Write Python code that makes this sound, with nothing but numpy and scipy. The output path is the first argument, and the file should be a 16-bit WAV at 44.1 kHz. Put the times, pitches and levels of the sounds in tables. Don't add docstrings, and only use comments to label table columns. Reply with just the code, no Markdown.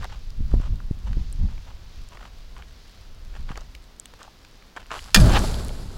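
import sys
import numpy as np
from scipy import signal
from scipy.fft import rfft, irfft, next_fast_len
from scipy.io import wavfile
from scipy.ndimage import uniform_filter1d

SR = 44100
rng = np.random.default_rng(int(sys.argv[2]) if len(sys.argv) > 2 else 0)


def master_out(mix):
    frames = np.transpose(np.atleast_2d(mix))
    ceiling = np.clip(frames, -1, 1)
    pcm = np.round(ceiling * 32767).astype(np.int16)
    wavfile.write(sys.argv[1], SR, pcm)


N = 263277

# (s, peak dB, half width ms)
BUFFETS = [(.407, -14, 1.6), (.540, -8.5, 0.61), (.601, -16, 1.16), (.912, -8.5, 1.32), (1.172, -15.5, 1.13), (3.507, -18.5, 1.2)]
# (start s, length s, level dB, rasp Hz)
SCUFFS = [(0, 0.068, -40.5, 1330), (0.077, 0.11, -48.5, 1390), (0.503, 0.039, -49, 1080), (0.594, 0.1, -43, 1190), (1.047, 0.077, -46.5, 845), (1.475, 0.062, -50, 1020), (1.661, 0.067, -48, 930),
          (2.103, .07, -48.5, 970), (2.185, .11, -45.5, 1400), (2.545, 0.097, -50, 1200), (3.308, 0.11, -50, 1670), (3.47, 0.073, -44.5, 1400), (3.532, 0.11, -49, 1210),
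          (4.185, 0.095, -47.5, 1300), (4.752, 0.036, -38.5, 1300), (4.779, 0.063, -48.5, 1900), (4.891, .1, -32, 1200), (5.002, 0.14, -50, 1260)]
# (s, peak dB, pitch Hz, width octaves)
STONES = [(.030, -27.5, 1230, 0.44), (.0435, -25, 1050, 0.85), (.546, -35, 860, 1.9), (.802, -37.5, 1140, .9), (1.131, -31.5, 1360, 2.6), (1.579, -38.5, 990, 2.3), (2.172, -34, 960, 1.6),
          (2.565, -35, 1110, 2), (2.623, -31.5, 1560, 1.6), (3.491, -30, 1170, 1.7), (3.514, -29, 1100, 0.76), (3.557, -28.5, 1260, 1.9), (3.575, -28.5, 840, 1.3), (4.137, -32.5, 900, 1.8),
          (4.2164, -32.5, 1110, 1), (4.278, -37.5, 820, 0.47), (4.449, -36.5, 1970, 2.3), (4.624, -39, 1480, 0.84), (4.772, -23.5, 1276, 0.71), (4.8595, -36.5, 1880, 1.2),
          (4.906, -23, 1380, 1.2), (4.921, -24.5, 1190, 1.3), (4.939, -23.5, 1030, 1), (4.991, -27, 1680, 1.5)]
# (s, peak dB, pitch Hz, width octaves)
SNAPS = [(.0435, -28.5, 4000, 0.66), (.304, -37, 3920, 1.2), (1.327, -27, 8400, 0.48), (2.088, -37, 5840, 0.74), (3.5745, -30.5, 4600, 0.74), (3.6088, -36, 4900, 1.2), (3.7503, -28.5, 2640, 1.3),
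         (3.9984, -21.5, 7140, 0.57), (4.0568, -28, 7200, 0.39), (4.0569, -32, 3160, 0.48), (4.2304, -30.5, 4000, 1.7), (5.042, -29.5, 4000, 1.4), (5.392, -18, 6600, .9),
         (5.5427, -19.5, 3630, 0.62), (5.6485, -27, 8200, 0.79), (5.683, -26, 5430, 2.1), (5.692, -30.5, 2500, 1.7)]
# (s, crack dB, ring dB, crack t60 s, brightness Hz)
BREAKS = [(5.1452, -1.5, -16, 0.038, 14100), (5.1472, -13, -15, 0.041, 11100), (5.1605, 1, -14, 0.024, 1690), (5.1728, -16, -31, 0.014, 10000), (5.2012, -27, -40, 0.1, 9100)]
# (Hz, dB, t60 s)
GLASS = [(1650, -9, 0.35), (1740, -6, 0.092), (1805, 7.5, 0.04), (2440, 4.5, 0.092), (2970, -7, 0.037), (3410, 4, 0.067), (3540, -4, 0.13), (4510, -3.5, 0.15), (4900, -4, 0.05),
         (4670, -10, 0.11), (5400, -8, 0.071), (6390, -2, 0.098), (6860, 7, 0.033), (8180, -9, 0.064), (10800, -1, 0.049), (11300, -2, 0.065)]
# (Hz, dB per Hz)
AIR = [(120, 5), (200, 4.5), (300, 0.5), (640, -3.5), (1300, -5.5), (2400, -11), (4000, -12), (8200, -22), (11000, -24), (15500, -23)]
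AIR_DB = -55
GUST = [(10, -1), (22, 4.5), (45, -1.5), (90, -12), (150, -24), (250, -35), (500, -53), (6000, -125)]
EDDY = [(50, 13), (120, 6.5), (220, 0), (400, -28.5), (900, -27), (8000, -125)]
GRAVEL = [(200, -6.5), (600, 4), (1000, 3.5), (1550, -0.5), (2200, -6), (3000, -1.5), (4000, -12.5), (7500, -15.5), (9000, -25.5), (15000, -39)]
CRACK = [(150, -29), (500, -15), (1200, -8), (1750, 3), (2150, -12.5), (2600, 4.5), (4000, -3.5), (5000, 7), (5900, -6), (8300, -3), (9500, -11), (15500, -11.5)]
SURGE = [(10, -2), (22, 8), (45, 3.5), (65, 1.5), (80, -8.5), (100, -2.5), (130, -8.5), (180, -11.5), (240, -18), (400, -30.5), (1200, -60)]
ROAR = [(60, -16), (170, 4), (260, -0.5), (400, -3), (650, -5), (800, -8), (1100, -11), (1550, -13), (2300, -32), (5000, -43), (12000, -57)]
SIZZLE = [(500, -18), (1500, -2.5), (3000, -1.5), (4500, 4.5), (6100, -4.5), (7500, -1.5), (9000, -7.5), (11000, -5.5), (12500, -14), (15500, -21)]
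WHOOSH = [(150, 7), (400, -3.5), (900, 3.5), (1600, 1.5), (2100, -6), (2900, 0), (4000, -8.5), (6500, -18), (10000, -39), (15500, -30)]
TOP_HZ = 16000
TIME = np.arange(N) / SR
# (s, level dB)
HISS = [(0.0, -49), (0.18, -59), (0.95, -61.5), (1.63, -58), (3.3, -60.5), (4.75, -59.5)]
FLAME_HISS = [(1200, -9), (2400, -5), (3500, -2.5), (4700, -2), (6200, -8), (7200, -13.5), (8400, -30), (15500, -34)]
# (s, level dB)
BREEZE = [(0.1, -34.5), (0.3, -30.5), (0.45, -23.5), (0.95, -30), (1.5, -26), (1.65, -36), (2.2, -42.5), (2.55, -37), (2.85, -48), (3.45, -29), (3.95, -50), (4.75, -50.5), (5.1, -36.5)]
# (s, level dB)
GUSTS = [(0.0, -23.5), (.405, -21.5), (0.556, -14), (0.718, -17.5), (1.11, -22.5), (1.2, -23.5), (1.424, -19), (2.0, -31.5), (3.12, -40), (3.505, -38)]
GUST_SWELL_S = 0.042
STONE_CYCLES, SNAP_CYCLES = 19, 29
LIT_S = 5.145
FRONT_PEAK_S, FRONT_DB = 5.374, -19
FRONT_GROW_DB_PER_S, FRONT_DIE_DB_PER_S = 178, 1100
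WHOOMP_S, WHOOMP_START_HZ, WHOOMP_END_HZ, WHOOMP_GROW_S = 5.166, 204.9, 87.97, 0.056
FLARE_S = 4.89
SING_HZ, SING_RISE_OCTAVES_PER_S, SING_WIDTH_HZ, SING_DB = 502, 3.0, 70, -33


def undb(db):
    return 10 ** (np.asarray(db) / 20)


def curves(table):
    s, *columns = np.transpose(table)
    return [np.interp(TIME, s, c) for c in columns]


def colour(x, spectrum):
    hz, db = np.transpose(spectrum)
    size = next_fast_len(len(x))
    f = np.maximum(np.arange(size // 2 + 1) * SR / size, 1)
    y = irfft(rfft(x, size) * undb(np.interp(np.log(f), np.log(hz), db)), size)[:len(x)]
    return y / np.std(y)


def noise(spectrum):
    return colour(rng.standard_normal(N), spectrum)


def even(x, span_s):
    size = int(span_s * SR) + 1
    return x / np.sqrt(uniform_filter1d(uniform_filter1d(x ** 2, size), size) + 1e-9)


def walk(rate):
    return 1.2 * np.interp(TIME * rate, np.arange(4096), rng.standard_normal(4096))


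def grains(rate, spread_db):
    size = undb(spread_db * np.minimum(rng.exponential(size=N), 4))
    x = (rng.random(N) < rate / SR) * size * rng.choice([-1, 1], N)
    return x / np.std(x)


def fade(t, t60):
    return np.exp(-np.log(1000) * t / t60)


def add(out, s, x):
    i = max(int(s * SR), 0)
    out[i:i + len(x)] += x[:N - i]


def clicks(table, cycles, edge_db):
    out, t = np.zeros(N), TIME[:2048]
    for (s, db, hz, octaves), chance in zip(table, rng.standard_normal((len(table), len(t)))):
        burst = chance * fade(t, cycles / hz)
        edges = [hz / 2 ** (octaves / 2), min(hz * 2 ** (octaves / 2), SR / 2 - 1000)]
        body = signal.sosfilt(signal.butter(2, edges, "band", fs=SR, output="sos"), burst)
        y = body + undb(edge_db) * signal.sosfilt(signal.butter(1, 5000, fs=SR, output="sos"), burst)
        add(out, s, undb(db) * y / np.abs(y).max())
    return out


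def wind(eddy_db=-17, eddy_growth=1.8, strong_db=-25):
    breeze_db, = curves(BREEZE)
    gusts = sum(undb(db) * np.exp(-((TIME - s) / GUST_SWELL_S) ** 2) for s, db in GUSTS)
    force = np.hypot(undb(breeze_db), gusts)
    out = force * even(noise(GUST), span_s=0.15)
    out += undb(strong_db + eddy_db + 5.4 * walk(35)) * (force / undb(strong_db)) ** eddy_growth * noise(EDDY)
    for s, peak_db, half_ms in BUFFETS:
        u = (TIME - s) * 1000 / half_ms
        out += undb(peak_db) / (1 + u ** 2)
    return out


def air(waver_db=.5):
    return undb(AIR_DB + waver_db * walk(40)) * noise(AIR)


def footsteps(rasp_q=2.2, rasp_share=0.81):
    out = np.zeros(N)
    slips = undb(3.5 * walk(170))
    grit = colour(grains(rate=800, spread_db=2.0), GRAVEL) * slips
    for s, length, db, hz in SCUFFS:
        start = max(int(s * SR), 0)
        run = grit[start:start + int(length * SR)]
        run = run + rasp_share * signal.lfilter(*signal.iirpeak(hz, rasp_q, fs=SR), run)
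        press = np.sin(np.linspace(0, np.pi, len(run)))
        add(out, s, undb(db) * press * run / np.std(run))
    return out + clicks(STONES, STONE_CYCLES, edge_db=-33.0)


def small_fire(tick_db=-68, flare_db=-48.0):
    hiss_db, = curves(HISS)
    hiss = undb(hiss_db + 1.8 * walk(5.03)) * noise(FLAME_HISS)
    flaring = envelope(FLARE_S, attack_s=0.059, hold_s=0.054, fall_db_per_s=44)
    flare = undb(flare_db) * flaring * colour(grains(rate=2600, spread_db=4.0), SIZZLE)
    sparks = grains(rate=90, spread_db=4)
    ticks = undb(tick_db) * colour(sparks, SIZZLE)
    return hiss + flare + ticks + clicks(SNAPS, SNAP_CYCLES, edge_db=-9.5)


def bottle(detune=0.0088):
    out, t = np.zeros(N), TIME[:12000]
    hz, mode_db, t60 = np.transpose(GLASS)[:, :, None]
    cracks = noise(CRACK)
    for k, (s, crack_db, ring_db, crack_t60, bright_hz) in enumerate(BREAKS):
        tuning = 1 + detune * rng.standard_normal(hz.shape)
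        sign = rng.choice([-1, 1], hz.shape)
        ring = np.sum(sign * undb(mode_db) * fade(t, t60) * np.sin(2 * np.pi * hz * tuning * t), axis=0) / 2
        blow = undb(crack_db) * fade(t, crack_t60) * cracks[k * len(t):(k + 1) * len(t)] + undb(ring_db) * ring
        add(out, s, signal.sosfilt(signal.butter(1, min(bright_hz, SR / 2 - 1000), fs=SR, output="sos"), blow))
    return out


def fireball(flutter_db=2.0, droplet_share=0.87, spray_db=-25):
    flutter = flutter_db * walk(90)
    surge = burn(peak_db=-8.5, attack_s=0.036, hold_s=0.026, fall_db_per_s=49.5, blaze_db=-33.5) * even(noise(SURGE), span_s=0.022)
    roar = burn(peak_db=-25.0, attack_s=0.016, hold_s=0.14, fall_db_per_s=42.5, blaze_db=-49.5)
    roar = roar * undb(flutter) * even(off_the_ground(noise(ROAR), LIT_S), span_s=0.041)
    spray = undb(spray_db) * envelope(LIT_S, attack_s=0.0039, hold_s=0.0039, fall_db_per_s=450)
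    sizzle = spray + burn(peak_db=-36.5, attack_s=0.044, hold_s=0.27, fall_db_per_s=58, blaze_db=-53)
    droplets = droplet_share * grains(rate=1700, spread_db=2.5) + rng.standard_normal(N)
    return surge + roar + flame_front(flutter) + sizzle * undb(walk(45)) * colour(droplets, SIZZLE)


def off_the_ground(x, lit_s, lag_ms=5.29, shrink=0.23, bounce=0.1):
    lag = lag_ms / 1000 * np.exp(-shrink * np.maximum(TIME - lit_s, 0))
    return (x + bounce * np.interp(TIME - lag, TIME, x)) / np.sqrt(1 + bounce ** 2)


def whoomp(level_db=-16.0):
    small = np.exp(-((TIME - WHOOMP_S) / WHOOMP_GROW_S) ** 2)
    hz = WHOOMP_END_HZ + (WHOOMP_START_HZ - WHOOMP_END_HZ) * small
    waver = 1 + .09 * walk(80)
    phase = 2 * np.pi * np.cumsum(hz * waver) / SR
    puff = envelope(WHOOMP_S, attack_s=0.0094, hold_s=0.095, fall_db_per_s=270)
    return puff * undb(level_db + 0.87 * walk(67)) * np.sqrt(2) * np.sin(phase)


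def envelope(start_s, attack_s, hold_s, fall_db_per_s):
    t = TIME - start_s
    return np.clip(t / attack_s, 0, 1) * undb(-fall_db_per_s * np.maximum(t - attack_s - hold_s, 0))


def burn(peak_db, attack_s, hold_s, fall_db_per_s, blaze_db):
    flash = undb(peak_db) * envelope(LIT_S, attack_s, hold_s, fall_db_per_s)
    return np.hypot(flash, undb(blaze_db)) * (TIME > LIT_S)


def flame_front(flutter):
    t = TIME - FRONT_PEAK_S
    db = FRONT_DB + np.minimum(FRONT_GROW_DB_PER_S * t, -FRONT_DIE_DB_PER_S * t)
    rush = undb(db + flutter / 2) * colour(grains(rate=13000, spread_db=5.0), WHOOSH)
    hz = SING_HZ * 2 ** (SING_RISE_OCTAVES_PER_S * (TIME - LIT_S))
    band = np.real((walk(SING_WIDTH_HZ) + 1j * walk(SING_WIDTH_HZ)) * np.exp(2j * np.pi * np.cumsum(hz) / SR))
    tone = undb(SING_DB) * envelope(LIT_S, attack_s=0.076, hold_s=0.14, fall_db_per_s=300) * band
    return (TIME > LIT_S) * rush + tone


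def shards(count=14, first_s=5.18, spread_s=0.11, level_db=-29, fall_db_per_s=35, low_hz=3500, octaves=1.7, t60=0.025):
    out, t = np.zeros(N), TIME[:4096]
    for when, pitch, size in rng.random((count, 3)):
        late = -spread_s * np.log(1 - when)
        tink = fade(t, t60) * np.sin(2 * np.pi * low_hz * 2 ** (octaves * pitch) * t)
        add(out, first_s + late, undb(level_db - fall_db_per_s * late) * (.5 + size) * tink)
    return out


def scene():
    return (air() + wind() + footsteps() + small_fire() + bottle() + shards() + fireball() + whoomp())[None]


def record(dry):
    x = signal.sosfilt(signal.butter(1, 10, "high", fs=SR, output="sos"), dry)
    return signal.sosfilt(signal.ellip(12, .2, 90, TOP_HZ, fs=SR, output="sos"), np.clip(x, -1, 1))


dry = scene()
out = record(dry)
master_out(out)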